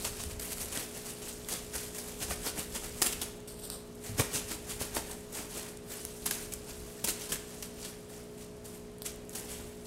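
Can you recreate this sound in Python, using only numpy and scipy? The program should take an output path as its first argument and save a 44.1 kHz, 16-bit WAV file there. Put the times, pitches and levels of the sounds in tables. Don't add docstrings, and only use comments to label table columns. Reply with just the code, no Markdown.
import sys
import numpy as np
from scipy import signal
from scipy.fft import rfft, irfft, next_fast_len
from scipy.io import wavfile
from scipy.ndimage import uniform_filter1d, map_coordinates

SR = 44100
rng = np.random.default_rng(int(sys.argv[2]) if len(sys.argv) > 2 else 0)


def unload_audio(sound):
    columns = np.transpose(np.atleast_2d(sound))
    steps = np.round(np.clip(columns, -1, 1) * 32767)
    wavfile.write(sys.argv[1], SR, steps.astype(np.int16))


def voltage_ratio(decibels):
    exponent = np.asarray(decibels, float) / 20
    return 10 ** exponent


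N = 434826
TIME = np.arange(N) / SR

# peak_s, level_db, rise_ms_per_6db, fall_ms_per_6db
FLICK_MOVES = [(.051, -31.5, 5, 14), (.072, -39, 10, 9), (1.068, -44, 14, 14), (.205, -40, 19, 37),
               (.976, -42, 26, 16), (1.1, -41.5, 37, 9), (1.292, -43.5, 48, 43), (1.519, -35, 3.5, 35),
               (1.756, -37.5, 14, 53), (2.228, -32.5, 13, 14), (2.472, -31.5, 17, 16),
               (2.762, -34.5, 14, 16), (4.359, -30.5, 17.5, 22), (4.711, -35.5, 17.5, 19),
               (5.575, -38.5, 27, 36), (6.693, -43.5, 14, 27), (7.22, -44, 26, 66), (7.523, -49, 45.5, 86),
               (7.849, -43.5, 40, 46), (8.422, -50, 18, 25), (9.061, -35.5, 4, 18)]
# peak_s, level_db, rise_ms_per_6db, fall_ms_per_6db
WHIP_MOVES = [(.421, -39, 4, 68), (.525, -34, 12, 7), (.573, -40.5, 7, 12), (.613, -36.5, 10, 27),
              (1.988, -40.5, 18, 23), (3.066, -24.5, 8, 7), (3.047, -33, 10, 10), (6.2645, -25.5, 2, 3),
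              (3.598, -50.5, 13, 7), (3.653, -44, 23, 15), (5.919, -40.5, 16.5, 43), (7.087, -29, 8, 15),
              (6.065, -56, 4, 7), (6.42, -50, 40, 55), (6.9, -55, 12, 20), (8.75, -52.5, 24, 35),
              (1.84, -46, 25, 25)]
# peak_s, level_db, rise_ms_per_6db, fall_ms_per_6db
SWEEP_MOVES = [(.312, -44, 24, 18), (.765, -37, 25, 25), (.802, -37, 18, 28), (2.087, -42.5, 22, 22),
               (2.316, -34, 17, 15), (2.589, -35.5, 12, 22), (2.839, -40.5, 13, 30), (3.724, -42.5, 17, 30),
               (4.063, -45, 22, 58), (4.199, -27.5, 7.5, 17), (4.518, -36, 20, 18.5),
               (4.817, -35, 11.5, 25), (4.969, -32.5, 12.5, 16), (5.115, -42.5, 28, 21),
               (5.375, -38.5, 20, 40), (5.682, -47.5, 54, 34), (6.012, -47.5, 37, 14),
               (8.139, -50.5, 24, 61), (9.518, -44.5, 34, 74)]
# start_s, level_db, build_ms, fall_ms_per_6db
SLAP_MOVES = [(.395, -37, 3.5, 4), (.7185, -39, 7, 25), (1.4867, -36, 5, 20), (3.018, -19.5, 3.8, 3.5),
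              (3.1245, -31.5, 2.5, 3), (3.131, -35, 3, 2), (3.2142, -31, 3.2, 15), (4.9485, -35.5, 4, 5),
              (6.2587, -32, 3, 18), (6.3096, -24.5, 2, 2), (6.318, -36, 6, 22), (6.5215, -39, 4.7, 4),
              (7.042, -26.5, 4.9, 5), (7.074, -35, 1.5, 3), (7.3195, -29, 2.6, 14), (7.6243, -41, 4, 23),
              (9.3495, -37.5, 5.6, 35)]
# start_s, level_db, fall_ms_per_6db
GRAZE_MOVES = [(.309, -46, -1), (3.475, -47, 40), (3.505, -52, 20), (3.628, -49.5, 20), (4.0378, -47, 10),
               (4.8025, -44, 4), (5.322, -45, 15), (5.3455, -42, 10), (5.502, -47, 25), (6.535, -46, 5),
               (8.0959, -52, 5), (8.641, -53, 9), (8.6499, -49.5, 46), (4.179, -42, 15), (7.292, -40, 29),
               (8.376, -55, 25), (7.195, -48, 18), (1.947, -44, 15), (1.1, -46, 30), (9.85, -52, 17),
               (4.34, -40, 12), (9.046, -46, 10), (9.298, -53, 25), (9.329, -48, 25), (1.734, -46, 15),
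               (2.998, -45, 25), (4.187, -37, 8), (6.205, -52, 30), (1.21, -50, 30)]
GRAZE_BUILD_MS = 7.2
# air_swish_db, brightness_db
FLICK_COLOUR, WHIP_COLOUR, SWEEP_COLOUR = (-11, -0.3), (-11.5, 4.9), (-7.5, 1.2)
SLAP_COLOUR, GRAZE_COLOUR = (-12, 3), (-10.5, 2.1)
SETTLE_DB, SETTLE_MS, SETTLE_AIR_DB = -20.5, 75, -9
STIR_AIR_DB = -11.5
# time_s, level_db
CORD_STIR = [(0, -40.5), (.3, -58), (.85, -52.5), (1.95, -53), (2.4, -50.5), (2.83, -56), (2.97, -47),
             (3.45, -68), (4.05, -62), (4.9, -52.5), (5.55, -61), (5.75, -66), (6.1, -51.5), (6.6, -56.5),
             (6.9, -51.5), (7.45, -59), (9, -66), (9.86, -59.5)]
# frequency_hz, density_db_per_hz
STRAND_SPECTRUM = [(1180, -8), (2000, -6), (2120, -12.5), (2300, -5.5), (2850, -2.5), (4130, -3),
                   (8510, 1.5), (12100, -2.5), (15700, -11)]
# frequency_hz, density_db_per_hz
SWISH_SPECTRUM = [(90, -42), (200, 3), (600, -0.5), (1200, -5), (2300, -5), (3500, -23), (6000, -39)]
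# time_s, peak_db, pitch_hz
CLAW_TICKS = [(.2376, -19.5, 8500), (.0505, -22, 7000), (.0537, -23, 9000), (.3998, -23.5, 9080),
              (.6849, -29, 10080), (.7748, -16.5, 6800), (1.4873, -22, 10500), (1.7807, -24.5, 8510),
              (1.9488, -28.5, 9940), (3.0184, -16, 8000), (3.0204, -12, 8800), (3.0228, -9, 6400),
              (3.0656, -17, 8600), (3.0705, -22, 8000), (3.7012, -17.5, 8800), (3.8744, -43.6, 9680),
              (4.806, -23, 8850), (6.3114, -17, 8900), (6.6351, -35.4, 8610), (7.0747, -18, 7080),
              (7.2178, -29, 7900), (7.8497, -29, 7720), (8.9169, -46.4, 8660), (9.0201, -22, 10900),
              (9.2525, -40.5, 8350)]
# time_s, peak_db, pitch_hz
TIP_SNAPS = [(.4117, -24.4, 11330), (.4556, -25.7, 10160), (.5832, -25.5, 8700), (.648, -24, 9580),
             (.6585, -25.5, 9030), (1.4473, -33.7, 4100), (1.5381, -18.6, 8110), (3.0295, -9.6, 9030),
             (3.3387, -38.5, 8280), (3.4037, -38.3, 8030), (3.7608, -33, 7990), (3.575, -42, 12500),
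             (3.612, -41, 13000), (3.676, -41, 12500), (3.629, -40, 5200), (3.9505, -40, 9500),
             (3.9556, -35.5, 9300), (1.186, -38, 9500), (1.228, -35, 7000), (6.144, -40, 7500),
             (5.2082, -40, 7810), (5.7729, -31, 8830), (6.0514, -15, 9380), (6.2431, -32.7, 8440),
             (6.5371, -19, 10500), (6.5383, -24, 8000), (7.0648, -22.7, 8480), (7.6255, -22.5, 8310),
             (8.3507, -46.6, 10120), (8.569, -41.7, 9590), (8.9839, -37.7, 10500), (9.0232, -33, 9500),
             (9.0287, -33.3, 9610), (9.0315, -33, 11000), (9.1608, -34.6, 10970), (9.2945, -27.3, 8880),
             (9.3203, -38, 13500)]
# sharpness of pitch, wood_knock_db
CLAW, TIP = (3.3, -19), (4.8, -33)
# start_s, peak_db, pitch_hz
PAW_PATS = [(.263, -31, 76.5), (.32, -38, 85), (.368, -34, 55.3), (.77, -39.5, 144), (1.52, -34.5, 196),
            (2.214, -36, 130), (2.3145, -26, 600), (2.308, -34, 65), (1.751, -35, 62), (2.468, -39, 205),
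            (2.585, -28.5, 190), (2.584, -36, 62), (2.5925, -32, 170), (2.77, -40, 70), (3.06, -34, 248),
            (4.094, -29.5, 105), (4.113, -32.5, 100), (4.13, -33, 95), (4.15, -38, 99), (4.199, -25, 1720),
            (.79, -40, 120), (.06, -42, 119.4), (4.219, -26, 480), (4.346, -31, 130), (4.366, -34, 210),
            (4.998, -38, 430), (5.39, -46, 150), (6.82, -40, 47), (6.88, -40, 48.4), (6.56, -42, 48),
            (7.0428, -30, 514)]
# start_s, peak_db, pitch_hz
PAW_STAMPS = [(2.3095, -23, 1150), (2.4705, -26, 340), (.7725, -30, 280), (4.1948, -16, 122),
              (4.2025, -23, 430), (4.8095, -31, 95), (4.812, -31, 231), (4.965, -32, 90),
              (4.9652, -27, 270), (4.9665, -20, 520), (4.97, -20, 755), (7.0827, -31, 280),
              (4.197, -16, 1340), (4.222, -25, 1000), (4.8135, -23, 610), (4.815, -30, 1200),
              (4.968, -22, 1100), (7.322, -32, 200)]
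# start_s, peak_db, pitch_hz
KNOT_RAPS = [(.046, -30, 1210), (.051, -34, 930), (.2, -43, 1080), (3.0181, -32, 890), (.7745, -31, 3200),
             (3.0685, -30, 2600), (4.1995, -25, 1100), (4.2005, -27, 1900), (.204, -38, 3600),
             (.057, -33, 4000), (8.098, -46, 1750), (4.966, -31, 1900), (4.71, -38, 1400),
             (3.0195, -26, 1800), (3.021, -24, 2920), (3.022, -20, 5170), (6.312, -33, 1660),
             (7.047, -37, 960), (7.322, -34, 1740), (4.198, -19.5, 2380), (3.064, -29, 3200),
             (7.045, -28, 3020), (7.321, -27, 3170)]
PAT_CYCLES, STAMP_CYCLES, RAP_CYCLES = 0.98, 0.73, 3.5
# time_s, floor_echo_share (0-1)
FLOOR_NEARNESS = [
    (0, 0),
    (3.44, 0),
    (3.48, .4),
    (3.6, .7),
    (3.78, .7),
    (3.86, 0),
    (9.0, 0),
    (9.012, .6),
    (9.03, .6),
    (9.045, 0),
]
BOUNCE_MS = .227
# frequency_hz, t60_s
ROOM_DECAY = [(200, .5), (2000, 0.78), (8000, 0.42), (16000, 0.17)]
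# multiple of mains, level_db
HUM_HARMONICS = [(2, -62.5), (3, -58), (4, -55.5), (5, -66), (6, -62.5), (7, -52), (8, -65.5), (9, -67.5),
                 (10, -68), (11, -65)]
MAINS_HZ = 59.9
HUM_SMEAR_RAD = .36
# frequency_hz, density_db_per_hz
HOUSE_SPECTRUM = [(12, -26), (25, 2), (33, -3), (50, 2.5), (110, 0.5), (250, -4.5), (450, -6.5),
                  (750, -12.5), (1400, -19), (4000, -25), (9000, -30), (15700, -53)]
# peak_s, level_db, slope_ms_per_6db
FLOOR_JOLTS = [(.08, -50.5, 200), (.35, -44, 80), (.62, -50.5, 200), (1.58, -48.5, 120), (2.33, -45, 72),
               (2.9, -50, 298), (4.21, -37.5, 39), (4.12, -51, 58), (4.5, -51, 200), (4.85, -50.5, 200),
               (6.8, -55, 250), (6.45, -52, 80), (7.33, -50, 60), (3.08, -49, 70), (3.65, -53, 100),
               (7.06, -51, 50), (9.05, -57, 100), (9.6, -55, 250)]
RUMBLE_DB = -57.5
TOP_HZ = 15770


def unit(x):
    return x / np.sqrt(np.mean(x ** 2) + 1e-20)


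def along(points, hz):
    f, v = np.transpose(points)
    return np.interp(np.log(hz + 1), np.log(f + 1), v)


def curves(rows):
    s, *cols = np.transpose(rows)
    return [np.interp(TIME, s, c) for c in cols]


def wobble(rate):
    return map_coordinates(rng.standard_normal(N // 64), [TIME * rate])


def filtered(x, response):
    m = next_fast_len(N + SR // 2)
    return irfft(rfft(x, m) * response(np.fft.rfftfreq(m, 1 / SR)), m)[:N]


def add(track, s, sound):
    part = track[max(round(s * SR), 0):][:len(sound)]
    part += sound[:len(part)]


def crinkle(share, spread_db, clump_db, patchy_db):
    z = signal.stft(rng.standard_normal(N), nperseg=256)[2]
    field = uniform_filter1d(rng.standard_normal(z.shape), size=10, axis=0)
    field = uniform_filter1d(field, size=9, axis=1)
    hiss = signal.istft(z * voltage_ratio(patchy_db * unit(field)), nperseg=256)[1][:N]
    snaps = np.zeros(N)
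    for hz in (2600, 4360, 7940, 10400, 13500):
        size = voltage_ratio(spread_db * np.minimum(rng.exponential(size=N), 3))
        kicks = (rng.random(N) < .006) * rng.choice([-1, 1], size=N) * size
        snaps += filtered(kicks, lambda f: 1j * f * .55 * hz / (hz * hz - f * f + 1j * f * .55 * hz))
    share = np.clip(share, 0, 1)
    mix = np.sqrt(1 - share) * unit(hiss) + np.sqrt(share) * unit(snaps)
    clumps = voltage_ratio(clump_db * (wobble(170) + 0.17 * wobble(45)))
    return unit(mix * clumps)


def tassel():
    stir = voltage_ratio(2 * curves(CORD_STIR)[0])
    dull, bright, air = stir.copy(), stir.copy(), stir * voltage_ratio(2 * STIR_AIR_DB)
    lead_s = .25
    ms = 1000 * np.arange(-SR // 4, SR // 2) / SR

    def swell(rise, fall):
        return np.where(ms < 0, ms / max(rise, 1), -ms / max(fall, 1))

    def jump(build, fall):
        onset = np.minimum(2 * ms, 0) + .6 * (ms / build - 1)
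        return np.where(ms < build, onset, (build - ms) / max(fall, 1))

    after = voltage_ratio(2 * SETTLE_DB - 12 * ms / SETTLE_MS) * np.clip(ms / 10, 0, 1)
    grazes = [(s, db, GRAZE_BUILD_MS, fall) for s, db, fall in GRAZE_MOVES]
    kinds = [(FLICK_MOVES, FLICK_COLOUR, swell), (WHIP_MOVES, WHIP_COLOUR, swell),
             (SWEEP_MOVES, SWEEP_COLOUR, swell), (SLAP_MOVES, SLAP_COLOUR, jump), (grazes, GRAZE_COLOUR, jump)]
    for moves, (swish_db, tilt_db), shape in kinds:
        for s, db, rise, fall in moves:
            early = max(round((lead_s - s) * SR), 0)
            power = voltage_ratio(2 * (db + 6 * shape(rise, fall)))[early:]
            settle = voltage_ratio(2 * db) * after[early:]
            add(dull, s - lead_s, power * voltage_ratio(2.2 - tilt_db) + settle)
            add(bright, s - lead_s, power * voltage_ratio(tilt_db - 2.2) + settle)
            add(air, s - lead_s, power * voltage_ratio(2 * swish_db) + settle * voltage_ratio(2 * SETTLE_AIR_DB))
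    strands = unit(filtered(crinkle(0.36, 2.3, 1.15, 2.2), lambda hz: voltage_ratio(along(STRAND_SPECTRUM, hz))))
    upper = filtered(strands, lambda hz: 1 / (1 + (7500 / (hz + 1)) ** 4))
    lower = strands - upper
    swish = unit(filtered(crinkle(0.043, 2.3, 1.3, 2.4), lambda hz: voltage_ratio(along(SWISH_SPECTRUM, hz))))
    return np.sqrt(dull) * lower + np.sqrt(bright) * upper + voltage_ratio(2.0) * np.sqrt(air) * swish


def claws():
    out, t = np.zeros(N), np.arange(-44, 260) / SR
    ticks = [(*row, *CLAW) for row in CLAW_TICKS] + [(*row, *TIP) for row in TIP_SNAPS]
    for s, db, hz, sharp, knock_db in ticks:
        life = max(sharp, 1) / (9 * hz)

        def wavelet(late):
            return np.sin(2 * np.pi * hz * (t - late)) * np.exp(-.5 * ((t - late) / life) ** 2)

        echo = .5 * wavelet(0.00051 + 0.000554 * rng.random())
        band = [1, -1.2 * np.cos(2 * np.pi * hz / SR), .36]
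        noise = signal.lfilter([1, 0, -1], band, rng.standard_normal(len(t)))
        rattle = 0.2 * (t > 0) * voltage_ratio(-60 * t / 0.0048) * noise
        knock = voltage_ratio(knock_db + 17) * (t > 0) * voltage_ratio(-60 * t / 0.00072) * np.sin(2 * np.pi * 2100 * t)
        tick = wavelet(0) + echo + rattle + knock
        add(out, s + t[0], voltage_ratio(db) * tick / np.abs(tick).max())
    return out


def paws():
    out, t = np.zeros(N), np.arange(SR // 4) / SR
    kinds = [(PAW_PATS, PAT_CYCLES), (PAW_STAMPS, STAMP_CYCLES), (KNOT_RAPS, RAP_CYCLES)]
    for rows, cycles in kinds:
        for s, db, hz in rows:
            u = t * hz / cycles
            overtone = np.sin(2 * np.pi * 2.31 * hz * t + 5.8 * rng.random()) * np.exp(-.6 * u)
            board = np.sin(2 * np.pi * hz * t) + .5 * overtone
            add(out, s, voltage_ratio(db) * 2.01 * u * np.exp(-1.4 * u) * board)
    return out


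def floor_bounce(x):
    share = curves(FLOOR_NEARNESS)[0]
    return (x + share * np.roll(x, round(BOUNCE_MS * SR / 1000))) / np.sqrt(1 + share ** 2)


def room(x, block=8192):
    out = np.zeros(N)
    for start in range(0, N, block):
        hz, t, z = signal.stft(rng.standard_normal(SR // 3), SR, nperseg=256)
        decay = voltage_ratio(-60 * t / along(ROOM_DECAY, hz)[:, None])
        tail = signal.istft(z * decay, SR, nperseg=256)[1]
        wet = signal.fftconvolve(x[start:start + block], tail / np.linalg.norm(tail))
        add(out, start / SR + .004, wet)
    return out


def appliance():
    cycle = 2 * np.pi * MAINS_HZ * TIME
    hum = np.zeros(N)
    for k, db in HUM_HARMONICS:
        phase = k * cycle - HUM_SMEAR_RAD * k * k + np.pi
        hum += np.sqrt(2) * voltage_ratio(db + .6 * wobble(3)) * np.cos(phase)
    return hum


def house():
    air = filtered(rng.standard_normal(N),
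                   lambda hz: voltage_ratio(along(HOUSE_SPECTRUM, hz)) / (1 + (90 / (hz + 1)) ** 4))
    low = filtered(rng.standard_normal(N),
                   lambda hz: voltage_ratio(along(HOUSE_SPECTRUM, hz)) / (1 + (hz / 100) ** 4))
    power = np.full(N, voltage_ratio(2 * RUMBLE_DB))
    for s, db, ms in FLOOR_JOLTS:
        power += voltage_ratio(2 * db - 12000 * np.abs(TIME - s) / ms)
    return voltage_ratio(-53.5) * unit(air) + np.sqrt(power) * voltage_ratio(1.2 * wobble(28)) * unit(low)


def scene():
    bright, thuds = floor_bounce(tassel() + claws()), paws()
    thuds_to_room = voltage_ratio(-1) * filtered(thuds, lambda hz: 1 / (1 + (220 / (hz + 1)) ** 2))
    reverb = voltage_ratio(-9.5) * room(bright + thuds_to_room)
    return (bright + thuds + reverb + appliance() + house())[None]


def band_limit(x):
    return signal.sosfilt(signal.butter(12, 16650, fs=SR, output="sos"), x)


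def record(dry):
    mix = filtered(dry[0], lambda hz: hz < TOP_HZ)[None]
    return band_limit(mix)


dry = scene()
out = record(dry)
unload_audio(out)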